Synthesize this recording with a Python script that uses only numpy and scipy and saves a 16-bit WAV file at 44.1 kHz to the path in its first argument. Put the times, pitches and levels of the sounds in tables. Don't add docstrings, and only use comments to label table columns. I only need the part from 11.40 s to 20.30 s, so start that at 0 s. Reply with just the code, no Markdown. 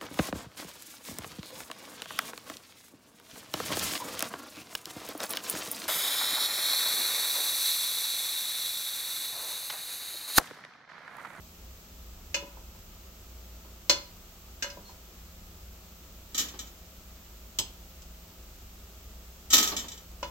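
import sys
import numpy as np
from scipy import signal
from scipy.fft import rfft, irfft, next_fast_len
from scipy.io import wavfile

SR = 44100
rng = np.random.default_rng(int(sys.argv[2]) if len(sys.argv) > 2 else 0)


def log_audio(samples):
    frames = np.atleast_2d(samples).T
    limited = np.clip(frames, -1, 1)
    pcm = np.round(limited * 32767).astype(np.int16)
    wavfile.write(sys.argv[1], SR, pcm)


N = 392487
AGE = np.arange(int(.5 * SR)) / SR


# pitch in Hz, level in dB, seconds to fade by 60 dB (t60).
PAN_TONES = [(328, -9, .17), (540, -2, .1), (568, 0, .15), (861, -15, .3), (940, -4, .1), (982, -4, .24),
             (1009, -5, .12), (1290, -13, .13), (1450, -11, .2)]
TIP_TONES = [(1605, -3.5, 0.064), (1690, -9, 0.055), (2095, -1, 0.09), (2163, -5.5, 0.1),
             (2505, -0.5, 0.082), (2620, 1.5, 0.062), (2840, -3, 0.055), (2910, 5.5, 0.082),
             (3450, -6, 0.22), (3480, -12, 0.16), (3440, -30, 0.15), (4180, -18, 0.1), (4290, -4, 0.13),
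             (4230, -0.5, 0.17), (4780, -4.5, 0.16), (5070, -1, 0.14), (5280, 5, 0.036), (5810, 3.5, 0.09),
             (6490, -8, 0.22), (6220, 5, 0.055), (6900, 3, 0.048), (7250, 1, 0.037)]
# frequency in Hz, level in dB.
CRACK_COLOUR = [(100, -20), (250, 10.5), (700, -1.5), (1500, 8), (2700, 3.5), (4500, 8), (6700, 10.5),
                (8500, 4.5), (12000, -7), (16000, -46.5)]
# start in seconds, tongs level in dB, pan level in dB,
# treble cut-off in Hz, boosted frequency in Hz, stretch of the pan's ring time.
PAN_TAPS = [(0.9433, -32.5, -41, 9500, 2600, 3), (2.4956, -24, -28.5, 13000, 4300, 1.06),
            (3.2238, -35, -52.5, 14000, 1580, 2.5), (3.243, -36.5, -45, 2220, 1650, 1.65),
            (3.301, -50, -61, 6000, 5000, 1), (8.8284, -38, -34.5, 3850, 960, 0.72)]

def taps(tips_db=-4, arms_db=-3, food_db=-20):
    out = np.zeros((2, N))
    for start, steel_db, pan_db, soft_hz, spot_hz, hold in PAN_TAPS:
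        crack = burst(CRACK_COLOUR, t60=.14)
        tick = gain(1) * burst(SCRAPE_COLOUR, t60=.1)
        steel = crack + gain(tips_db) * ring(TIP_TONES) + gain(arms_db) * (arms(hold=.16) + tick)
        pan = ring(PAN_TONES, hold) + gain(food_db) * burst(CRUST_COLOUR, t60=.15)
        tap = attack(gain(steel_db) * steel + gain(pan_db) * pan, rise_s=.00046)
        add(out, start, contact(tap, soft_hz, spot_hz))
    return out


# start in seconds, level in dB, seconds of contact.
HINGE_HITS = [(4.945, -34.5, 0.0018), (4.977, -31.5, 0.024), (5.084, -46, 0.0034), (5.1898, -39, 0.0027),
              (5.27, -54.5, 0.0044), (8.102, -35, 0.02), (8.126, -27, 0.02), (8.365, -32.5, 0.0036),
              (8.393, -40, 0.0027), (8.482, -43, .0038), (8.517, -43.5, 0.0023), (8.575, -51.5, 0.0039)]
# frequency in Hz, level in dB.
SCRAPE_COLOUR = [(150, -15), (600, -13), (1500, -10), (2400, 11.5), (6500, 19.5), (8500, 8), (12000, 10),
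                 (14000, 11.5), (15800, 7.5)]
THUD_COLOUR = [(90, -19), (160, -21), (225, 2.5), (350, -8.5), (650, -13), (1250, -12), (2000, -13),
               (6000, -19)]

def clinks(hard_hit_db=-20, slide_db_per_s=190, chatter_db=3):
    out = np.zeros((2, N))
    for start, db, length in HINGE_HITS + bounces():
        force_db = db - hard_hit_db
        scrape_db = .5 * force_db + slide_db_per_s * length
        thud_db = -9 + .12 * force_db
        hold = .58 * 2 ** (force_db / 46)
        chatter = gain(chatter_db * drift(600)[:len(AGE)])
        scrape = gain(scrape_db) * burst(SCRAPE_COLOUR, .22, length) * chatter
        thud = gain(thud_db) * burst(THUD_COLOUR, .43, length)
        clink = arms(hold, length) + scrape + thud
        add(out, start, gain(db) * attack(clink, rise_s=.0011 + .051 * length))
    return out


def bounces(start=8.1315, db=-19.5, gap_s=.0472, loss_db=4, contact_s=.0022, count=4):
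    return [(start + k * gap_s, db - k * loss_db, contact_s) for k in range(count)]


# pitch in Hz, level in dB, fade time in seconds.
ARM_TONES = [(1272, -8, .4), (1814, -15, .5), (1902, -12, .35), (2310, -10, .45), (3015, -7, .3),
             (3078, -1, .35), (3300, -6, .22), (3397, -11, .5), (3466, -6, .3), (3610, -5, .25),
             (3848, -6, .4), (3975, -6, .24), (4730, -7, .25), (5190, -4, .22), (5665, -5, .22),
             (5750, 1, .27), (5955, -2, .25), (6330, -5, .25), (6563, 0, .3), (6733, -2, .3),
             (7020, -9, .3), (7337, -1, .22), (7470, 1, .3), (7655, -3, .2), (8000, -5, .17)]
# frequency in Hz, level in dB.
SHIMMER_COLOUR = [(200, -59), (1500, -64), (2600, -27), (3100, 6), (3900, 19), (4500, 5), (5800, -4),
                  (7500, 8), (8500, 4), (12000, -3), (16000, -67)]

def arms(hold, length=0):
    shimmer = gain(-5) * burst(SHIMMER_COLOUR, .28 * hold, length)
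    return gain(-4.5) * ring(ARM_TONES, hold, length) + shimmer


# pitch in Hz, level in dB, fade time in seconds.
SHUT_TONES = [(3060, 0.5, 0.083), (3280, -2, 0.059), (3900, -6, .08), (4900, -9, .12), (5100, -2, 0.12),
              (6360, -1, .11), (7760, 3, .12)]
# frequency in Hz, level in dB.
PINCH_COLOUR = [(300, -14), (1500, -16), (2400, -8), (3200, 3.5), (3700, -1), (5000, -1), (6400, 2),
                (8000, -4.5), (11000, -7.5), (13500, -11), (16000, -18)]
# start in seconds, level in dB.
PINCHES = [(6.1866, -27), (6.62, -56.5)]

def pinches():
    out = np.zeros((2, N))
    for start, db in PINCHES:
        click = gain(5) * burst(PINCH_COLOUR, t60=.076)
        steel = gain(-7) * arms(hold=.18) + gain(-5) * ring(SHUT_TONES)
        add(out, start, gain(db) * attack(click + steel, rise_s=.00074))
    return out


# frequency in Hz, level in dB.
CRUST_COLOUR = [(120, 0.5), (330, 7), (550, 2), (950, 0), (1300, -7.5), (2000, -9), (5000, 1.5),
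                (16000, -33)]
# start in seconds, level in dB, treble cut-off in Hz.
PASTRY_NUDGES = [(1.022, -40, 500), (1.17, -49, 1800), (1.347, -54.5, 2200), (2.247, -50.5, 2000),
                 (3.369, -41, 600), (3.492, -50, 2500), (6.189, -36, 1000), (6.89, -57, 4000)]

def nudges():
    out = np.zeros((2, N))
    for start, db, soft_hz in PASTRY_NUDGES:
        knock = burst(CRUST_COLOUR, t60=.15) + gain(-7) * ring(PAN_TONES, hold=.34)
        add(out, start, gain(db) * contact(attack(knock, rise_s=.0013), soft_hz, spot_hz=980))
    return out


# start in seconds, level in dB.
PASTRY_DROPS = [(5.14, -45), (8.319, -30), (8.442, -43)]

def drops():
    out = np.zeros((2, N))
    for start, db in PASTRY_DROPS:
        knock = burst(CRUST_COLOUR, t60=.14)
        add(out, start, gain(db) * contact(knock, soft_hz=3500, spot_hz=1150))
    return out


def squeak(start=3.448, length=.08, hz=4270, tone_db=-57, rub_db=-60):
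    progress = np.clip((np.arange(N) / SR - start) / length, 0, 1)
    swell = 2 * np.sqrt(progress * (1 - progress))
    pitch = hz * (1 + .0069 * drift(600))
    tone = np.sin(2 * np.pi * np.cumsum(pitch) / SR) * (1 + .47 * drift(90))
    return swell * (gain(tone_db) * tone + gain(rub_db) * noise(CRACK_COLOUR, N))


# frequency in Hz, level in dB.
OIL_COLOUR = [(400, -23), (1500, -7), (2700, 3.5), (4500, 1), (7000, 2.5), (12000, -10), (16000, 4)]

def sizzle(hiss_db=-57, pops_db=-67, pops_per_s=900, spread_db=4):
    sizes = rng.standard_normal((2, N)) * gain(spread_db * rng.standard_normal(N))
    pops = colour((rng.random(N) < pops_per_s / SR) * sizes, OIL_COLOUR)
    return gain(hiss_db) * noise(OIL_COLOUR, N) + gain(pops_db) * pops / pops.std()


# frequency in Hz, level in dB.
BURNER_COLOUR = [(15, -20), (24, -24.5), (35, -1.5), (44, -16), (58, -0.5), (72, -10), (88, -8.5),
                 (110, -24), (150, -29.5), (205, -18), (280, -28), (600, -32.5), (2000, -38.5)]
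AIR_COLOUR = [(100, -9.5), (250, -4), (400, 4), (480, -2.5), (630, -0.5), (780, -2), (1050, -6.5),
              (1270, 1), (1600, -10), (4000, -18)]
MOTOR_TONES = [(58, -57.5), (172, -65), (348, -76.5), (522, -75.5), (638, -75.5)]

def background(burner_db=-51, air_db=-62, waver_db=2):
    motor_time = np.cumsum(1 + .00421 * drift(6)) / SR
    hum = 0
    for hz, db in MOTOR_TONES:
        hum += gain(db + waver_db * drift(4.7)) * np.sqrt(2) * np.sin(2 * np.pi * hz * motor_time)
    return gain(burner_db) * noise(BURNER_COLOUR, N) + gain(air_db) * noise(AIR_COLOUR, N) + hum


def kitchen_echo(x, echo_db=-9, split_hz=2500):
    air = stereo_noise(len(AGE))
    low = signal.sosfilt(signal.butter(1, split_hz, fs=SR, output="sos"), air)
    tail = attack(low * fade(t60=.34) + (air - low) * fade(t60=.11), rise_s=.0046)
    tail /= np.linalg.norm(tail[0])
    return x + gain(echo_db) * signal.fftconvolve(x, tail, axes=1)[:, :N]


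def ring(tones, hold=1, length=0, apart_hz=2200):
    out = np.zeros((2, len(AGE)))
    for hz, db, t60 in tones:
        side, shift, scatter_db = rng.standard_normal(3)
        jolts = np.cumsum(.07 * rng.standard_normal(len(AGE)) * (AGE < length)) if length else 0
        phase = 2 * np.pi * hz * AGE + shift * min(hz / apart_hz, 2) + jolts
        lag = np.sign(side) * min(hz / apart_hz, 1) * np.pi / 4 * np.array([[1], [-1]])
        out += gain(db + scatter_db) * fade(max(t60 * hold, .01), length) * np.sin(phase + lag)
    return out


def contact(x, soft_hz, spot_hz, spot_gain=1.4, sharpness=6):
    hz = np.fft.rfftfreq(x.shape[1], 1 / SR) + 1
    soft = 1 / (1 - (hz / soft_hz) ** 2 + 1j * np.sqrt(2) * hz / soft_hz)
    spot = 1 + spot_gain / (1 + 1j * sharpness * (hz / spot_hz - spot_hz / hz))
    return irfft(rfft(x) * soft * spot, x.shape[1])


def attack(sound, rise_s):
    return sound * (1 - np.exp(-AGE / rise_s))


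def fade(t60, length=0):
    return np.exp(-np.log(1000) * np.maximum(AGE - length, 0) / t60)


def burst(points, t60, length=0):
    return noise(points, len(AGE)) * fade(t60, length)


def noise(points, size):
    x = colour(stereo_noise(size), points)
    return x / x.std()


def colour(x, points):
    hz, db = np.transpose(points)
    size = next_fast_len(x.shape[-1])
    freqs = np.maximum(np.fft.rfftfreq(size, 1 / SR), 1)
    curve = gain(np.interp(np.log(freqs), np.log(hz), db))
    return irfft(rfft(x, size) * curve, size)[..., :x.shape[-1]]


def stereo_noise(size, alike_hz=900):
    padded = next_fast_len(size)
    mid, side = rfft(rng.standard_normal((2, padded)))
    alike = 1 / (1 + (np.linspace(0, SR / 2, len(mid)) / alike_hz) ** 2)
    mid, side = mid * np.sqrt(1 + alike), side * np.sqrt(1 - alike)
    return irfft(np.array([mid + side, mid - side]), padded)[:, :size] / np.sqrt(2)


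def drift(rate):
    targets = rng.standard_normal(int(N / SR * rate) + 2)
    return np.interp(np.arange(N) / SR * rate, np.arange(len(targets)), targets)


def gain(db):
    return 10 ** (np.asarray(db) / 20)


def add(out, start, sound):
    first = int(start * SR)
    out[:, first:first + sound.shape[1]] += sound[:, :N - first]


def scene():
    cooking = taps() + nudges() + pinches() + clinks() + drops() + squeak()
    return kitchen_echo(cooking) + sizzle() + background()


# frequency in Hz, boost or cut in dB.
MIC_COLOUR = [(20, 0), (7700, 2), (8500, -1.5), (9400, -9.5), (10500, -4.5), (11700, 4.5), (13000, 5.5),
              (20000, -1.5)]

def record(dry, top_hz=15950):
    top_cut = signal.ellip(10, .2, 70, top_hz, fs=SR, output="sos")
    return signal.sosfilt(top_cut, colour(dry, MIC_COLOUR))


dry = scene()
out = record(dry)
log_audio(out)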